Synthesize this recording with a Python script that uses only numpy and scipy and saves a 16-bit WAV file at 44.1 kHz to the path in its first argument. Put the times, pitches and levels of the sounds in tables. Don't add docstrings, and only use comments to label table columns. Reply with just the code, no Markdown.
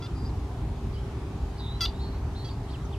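import sys
import numpy as np
from scipy import signal
from scipy.fft import rfft, irfft
from scipy.io import wavfile
from scipy.ndimage import uniform_filter1d

SR = 44100
rng = np.random.default_rng(int(sys.argv[2]) if len(sys.argv) > 2 else 0)


def generate_wav(sig):
    pcm = np.round(np.clip(np.atleast_2d(sig).T, -1, 1) * 32767).astype(np.int16)
    wavfile.write(sys.argv[1], SR, pcm)


N = 131418

# freq_hz, relative_density_db
AIR_SPECTRUM = [(8, -45), (22, -24), (30, -16), (41, -9.5), (53, -1.5), (64, -.5), (84, -5), (112, -6.5),
                (171, -15), (200, -17.5), (270, -17), (375, -21.5), (430, -26), (534, -30.5), (811, -26),
                (1000, -30), (1670, -38.5), (2400, -41.5), (4300, -45.5), (7000, -52), (11700, -59),
                (15500, -68.5)]
# freq_hz, correlation (0-1)
STEREO_LIKENESS = [(150, 0.99), (250, 0.98), (500, 0.8), (1000, 0.92), (2000, 0.17), (4000, 0.21),
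                   (8000, 0.21), (15000, 0.25)]
# time_s, relative_level_db
TRAFFIC_SWELL = [(0, 0), (.8, 0.5), (1.4, 0.9), (2.0, 1), (2.5, -0.1), (2.98, -1)]
# pitch_hz, level_db, wander_hz
HUM_TONES = [(61, -41, 5.7), (99, -43.5, 3.27), (121.4, -49, 3.52), (263, -57, 2.9), (394.5, -51, 0.92),
             (444, -59.5, 0.76)]
# freq_hz, relative_level_db
SCATTER_RESPONSE = [(1000, -9), (2500, -1), (3700, 0.5), (4700, 3.5), (5600, -1), (15000, 2)]
# time_s, pitch_hz, level_db, trill_depth_hz
SLURRED_WHISTLE = [(1.588, 4230, -60, 200), (1.602, 3980, -48, 250), (1.62, 3900, -51, 230),
                   (1.64, 3880, -49.5, 220), (1.67, 3765, -48.5, 210), (1.70, 3784, -49, 150),
                   (1.727, 3940, -46, 20), (1.745, 4010, -56, 10), (1.762, 4000, -48.5, 10),
                   (1.782, 4060, -58, 10)]
THIN_WHISTLE = [(.15, 4750, -63, 20), (.185, 4780, -58, 20), (.235, 4740, -62, 60), (.25, 4950, -57, 180),
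                (.26, 4700, -51.5, 220), (.278, 5200, -58.5, 180), (.29, 4900, -64, 150),
                (.296, 4230, -59, 80), (.31, 3900, -66, 50)]
WARBLE_WHISTLE = [(0.936, 3400, -65, 30), (.968, 2930, -55.5, 30), (.997, 3340, -61, 30),
                  (1.018, 2980, -61, 30)]
# start_s, length_s, pitch_hz, level_db, flutter_hz, depth_hz, rasp_hz
BUZZ_NOTES = [(0.925, 0.049, 4800, -57, 150, 150, 180), (1.568, 0.057, 4800, -53.5, 153, 200, 240),
              (1.928, 0.074, 3870, -57.5, 150, 80, 50), (1.985, 0.12, 4340, -52, 319, 280, 60.3),
              (2.105, 0.08, 4300, -60, 312, 260, 60), (2.342, 0.14, 4280, -52.5, 312, 270, 70),
              (2.497, 0.038, 4850, -51, 155, 150, 240), (2.685, 0.058, 4630, -55, 150, 200, 380)]
# start_s, length_s, from_hz, to_hz, level_db
FALLING_CHIRPS = [(2.68, 0.018, 3400, 3000, -58), (2.73, 0.036, 3650, 2360, -50.5),
                  (2.846, 0.021, 6700, 5150, -58), (2.924, 0.034, 3720, 2330, -51)]
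# start_s, length_s, pitch_hz, rise (share of pitch),
# sag (power of the pitch course), level_db, snap_db, tilt_db_per_khz, left_lead_ms, left_minus_right_db, echo_db
CHACK_NOTES = [(0.0225, 0.038, 685, 0.031, 0.38, -44, 0, -2, 0.022, 0, -22),
               (1.8076, .0452, 675, 0, 1, -26.4, .6, 0, .006, .7, -14.5),
               (2.4455, .0425, 664, -0.0037, 0.56, -46.5, -1, 0, -0.045, -2.5, -11)]
# place (share of length), pitch_ratio, effort_db, brightness_db, lower_resonance_db
CHACK_COURSE = [(0, 1.024, -2, 3.5, 5), (.27, 1.006, 1, 1.5, -.5), (.47, .976, -2, -1.5, -2.5),
                (.66, .995, -1.3, 0, -3), (.85, .998, -3.2, 1, 0), (1, 1.012, -2.5, 1, 3.5)]
# harmonic (number), relative_level_db
VOICE_HARMONICS = [(1, -35), (2, -8.5), (3, -15), (4, -13), (5, -2.5), (6, -13), (7, 0.5), (8, -12.5),
                   (9, -13.5), (10, -25), (11, -31), (12, -29), (13, -29.5), (14, -29.5), (15, -40),
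                   (16, -36), (17, -27.5), (18, -36), (19, -27), (20, -36), (21, -32), (22, -42), (23, -43)]
# delay_s, relative_level_db
REFLECTIONS = [(.009, -19), (.021, -27), (.04, -24)]

AIR_DB, PATCH_DB = -32.5, 1.55
MONO_BELOW_HZ, TRAFFIC_TOP_HZ = 150, 890
HUM_WAVER_DB = 1.3

BUSH_T60_S, BUSH_DELAY_S = 0.19, 0.0077

TRILL_HZ, FLUTTER_JITTER, PULSE_DB_PER_HZ = 155, .025, .02
SCOOP, SCOOP_S, BUZZ_RISE_S, BUZZ_FADE_DB = 0.22, 0.011, .018, -7.5
CHIRP_BEND = 1.2
FAR_LEAD_MS, FAR_BALANCE_DB, FAR_ECHO_DB = -0.054, -2.6, -8.5
THIN_ECHO_DB = -13

ATTACK_S, JITTER, SHIMMER, BREATH_DB = .0003, .006, .09, -24
OPEN_S, OPEN_RASP_DB = .003, 12
RASP_DB, RASP_TILT_DB_PER_KHZ = 15, .5
FLICKER_DB, FLICKER_DB_PER_KHZ = .5, .2
DISPERSION_RAD = .55
BRIGHT_FROM, BRIGHT_SPAN = 7.5, 1.8
LOWER_HZ, LOWER_WIDTH_HZ = 3700, 620

CLOSE_S, CLOSE_DROP, CLOSE_JITTER, RELEASE_S = 0.0077, 0.196, 0.018, 0.0031
SNAP_END_HZ, SNAP_ROUGH, STACK_FADE_DB = 3573, 0.52, -4
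LEAD_S, LEAD_LENGTH_S, LEAD_FROM_HZ, LEAD_TO_HZ, LEAD_DB = 0.0061, 0.0033, 2850, 4200, -21

EDGE_HZ = 15700


def amp(db):
    return 10 ** (np.asarray(db) / 20)


def unit(x):
    return x / np.sqrt(np.mean(x ** 2) + 1e-20)


def read(points, hz):
    f, value = np.transpose(points)
    return np.interp(np.log(hz + 1), np.log(f + 1), value)


def add(mix, start_s, sound):
    part = mix[:, max(round(start_s * SR), 0):][:, :sound.shape[1]]
    part += sound[:, :part.shape[1]]


def drift(size, rate_hz):
    span = 2 ** int(np.ceil(np.log2(max(size, SR // 4))))
    hz = np.fft.rfftfreq(span, 1 / SR)
    spectrum = rfft(rng.standard_normal(span)) / (1 + (hz / rate_hz) ** 4)
    return unit(irfft(spectrum))[:size]


def tone(hz):
    return np.sqrt(2) * np.sin(2 * np.pi * np.cumsum(hz) / SR)


def place(x, lead_ms, balance_db, echo_db):
    x = np.pad(x, (0, SR // 2))
    hz = np.fft.rfftfreq(len(x), 1 / SR)
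    spectrum = rfft(x)
    side = np.array([[.5], [-.5]])
    time_shift = np.exp(2j * np.pi * hz * side * lead_ms / 10 ** 3)
    direct = irfft(spectrum * amp(side * balance_db) * time_shift, len(x))

    t = np.arange(SR // 2) / SR
    taps = rng.standard_normal((3, len(t))) * (rng.random((3, len(t))) < .1)
    tail = (taps[:2] + taps[2]) * amp(-60 * t / BUSH_T60_S) * (t > BUSH_DELAY_S)
    tail /= np.linalg.norm(tail, axis=1, keepdims=True)
    scatter_gain = amp(echo_db + read(SCATTER_RESPONSE, hz))
    return direct + irfft(spectrum * rfft(tail, len(x)) * scatter_gain, len(x))


def background():
    frames, hz = N // 1024 + 9, np.fft.rfftfreq(4096, 1 / SR)
    a, b, c, d, patches = rng.standard_normal((5, frames, len(hz))).transpose(0, 2, 1)
    patches = uniform_filter1d(patches, size=30, axis=0)
    patches = unit(uniform_filter1d(patches, size=5, axis=1))

    same = np.where(hz < MONO_BELOW_HZ, 1, np.clip(read(STEREO_LIKENESS, hz), 0, 1))[:, None]
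    mid = np.sqrt(1 + same) * (a + 1j * b)
    side = np.sqrt(1 - same) * (c + 1j * d)

    s = (np.arange(frames) - 4) * 1024 / SR
    swell_db = np.interp(s, *np.transpose(TRAFFIC_SWELL)) / (1 + (hz[:, None] / TRAFFIC_TOP_HZ) ** 2)
    level_db = read(AIR_SPECTRUM, hz)[:, None] + PATCH_DB * patches + swell_db
    spectrum = np.array([mid + side, mid - side]) * amp(level_db)
    wash = signal.istft(spectrum, nperseg=4096, noverlap=3072)[1][:, 4096:4096 + N]
    return amp(AIR_DB) * unit(wash)


def hum():
    total = 0
    for hz, db, wander_hz in HUM_TONES:
        wavering = tone(hz + wander_hz * drift(N, 7.85))
        total = total + wavering * amp(db + HUM_WAVER_DB * drift(N, 2.6))
    return total


def flutter(size, rate_hz):
    uneven_hz = rate_hz * (1 + FLUTTER_JITTER * drift(size, 60))
    return np.sin(2 * np.pi * np.cumsum(uneven_hz) / SR)


def trilled(hz, swing_hz):
    return tone(hz + swing_hz) * amp(-PULSE_DB_PER_HZ * swing_hz)


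def whistle(curve):
    s, hz, db, depth_hz = np.transpose(curve)
    t = np.arange(s[0], s[-1], 1 / SR)
    pitch = np.interp(t, s, hz) + 25 * drift(len(t), 210)
    swing = np.interp(t, s, depth_hz) * flutter(len(t), TRILL_HZ)
    return trilled(pitch, swing) * amp(np.interp(t, s, db)) * signal.windows.tukey(len(t), .1)


def buzz(length, hz, db, rate_hz, depth_hz, rasp_hz):
    t = np.arange(0, length, 1 / SR)
    pitch = hz * (1 - SCOOP * np.exp(-t / SCOOP_S)) + rasp_hz * drift(len(t), 410)
    edges = np.clip(np.minimum(t, length - t) / BUZZ_RISE_S, 0, 1)
    envelope = edges * amp(db + BUZZ_FADE_DB * (t / length) ** 2)
    return trilled(pitch, depth_hz * flutter(len(t), rate_hz)) * envelope


def chirp(length, from_hz, to_hz, db):
    u = np.arange(0, length, 1 / SR) / length
    pitch = from_hz + (to_hz - from_hz) * u ** CHIRP_BEND
    return tone(pitch) * np.sin(np.pi * u) ** 0.43 * amp(db)


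def far_birds():
    out = np.zeros((2, N))
    right = (FAR_LEAD_MS, FAR_BALANCE_DB, FAR_ECHO_DB)
    for curve in (SLURRED_WHISTLE, WARBLE_WHISTLE):
        add(out, curve[0][0], place(whistle(curve), *right))
    thin = place(whistle(THIN_WHISTLE), lead_ms=0.035, balance_db=2.0, echo_db=THIN_ECHO_DB)
    add(out, THIN_WHISTLE[0][0], thin)
    for start, *note in BUZZ_NOTES:
        add(out, start, place(buzz(*note), *right))
    for start, *note in FALLING_CHIRPS:
        add(out, start, place(chirp(*note), *right))
    return out


def harmonic_stack(u, hz, turn, tilt_db):
    at, _, _, bright_db, lower_db = np.transpose(CHACK_COURSE)
    bright = np.interp(u, at, bright_db)
    lower = np.interp(u, at, lower_db)
    stack = 0
    for k, (_, level) in enumerate(VOICE_HARMONICS, 1):
        khz = k * hz / 10 ** 3
        level += tilt_db * khz + bright * np.clip((k - BRIGHT_FROM) / BRIGHT_SPAN, 0, 1)
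        level += lower * np.exp(-((k * hz - LOWER_HZ) / LOWER_WIDTH_HZ) ** 2)
        flicker_db = (FLICKER_DB + FLICKER_DB_PER_KHZ * khz) * drift(len(u), 150)
        stack = stack + amp(level + flicker_db) * np.cos(k * turn - DISPERSION_RAD * k ** 2)
    return unit(stack)


def breath(size, hz):
    outline = [(k * hz, level + RASP_TILT_DB_PER_KHZ * k * hz / 10 ** 3) for k, level in VOICE_HARMONICS]
    colour = amp(read(outline, np.fft.rfftfreq(size, 1 / SR)))
    return unit(irfft(rfft(rng.standard_normal(size)) * colour, size))


def closing_snap(hz, turn, close, snap_db):
    slide = tone(SNAP_END_HZ + (7 * hz - SNAP_END_HZ) * (1 - close) ** 3)
    roughness = 1 + SNAP_ROUGH * close * (np.cos(turn) + drift(len(close), 900) / 2)
    return slide * roughness * np.sqrt(close) * amp(snap_db)


def chack(length, hz, rise, sag, db, snap_db, tilt_db):
    t = np.arange(0, length + CLOSE_S + 6 * RELEASE_S, 1 / SR)
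    u = t / length
    at, ratio, effort_db, _, _ = np.transpose(CHACK_COURSE)
    close = np.clip((t - length) / CLOSE_S, 0, 1)

    pitch = hz * np.interp(u, at, ratio) ** sag
    pitch *= (1 + rise * (u - .5)) * (1 - CLOSE_DROP * close)
    pitch *= 1 + (JITTER + CLOSE_JITTER * close) * drift(len(t), 740)
    turn = 2 * np.pi * np.cumsum(pitch) / SR

    stack = harmonic_stack(u, hz, turn, tilt_db) * (1 + SHIMMER * drift(len(t), 550))
    stack *= amp(STACK_FADE_DB * np.sqrt(close))
    rasp_db = RASP_DB * np.sqrt(close) + OPEN_RASP_DB * np.exp(-t / OPEN_S)
    rasp = amp(BREATH_DB + rasp_db) * breath(len(t), hz)
    snap = closing_snap(hz, turn, close, snap_db)

    release = np.exp(-np.maximum(t - length - CLOSE_S, 0) / RELEASE_S)
    envelope = np.minimum(t / ATTACK_S, 1) * release
    return (stack + rasp + snap) * envelope * amp(db + np.interp(u, at, effort_db))


def blackbird():
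    out = np.zeros((2, N))
    for start, length, hz, rise, sag, db, snap_db, tilt_db, *where in CHACK_NOTES:
        sound = place(chack(length, hz, rise, sag, db, snap_db, tilt_db), *where)
        add(out, start, sound)
        squeak = chirp(LEAD_LENGTH_S, LEAD_FROM_HZ, LEAD_TO_HZ, db + LEAD_DB)
        add(out, start - LEAD_S, place(squeak, *where))
        for delay, echo_db in REFLECTIONS:
            add(out, start + delay, amp(echo_db) * sound)
    return out


def scene():
    return background() + hum() + far_birds() + blackbird()


def record(dry):
    lowpass = signal.firwin(511, EDGE_HZ, window=("kaiser", 9), fs=SR)
    return signal.oaconvolve(dry, lowpass[None], "same")


dry = scene()
out = record(dry)
generate_wav(out)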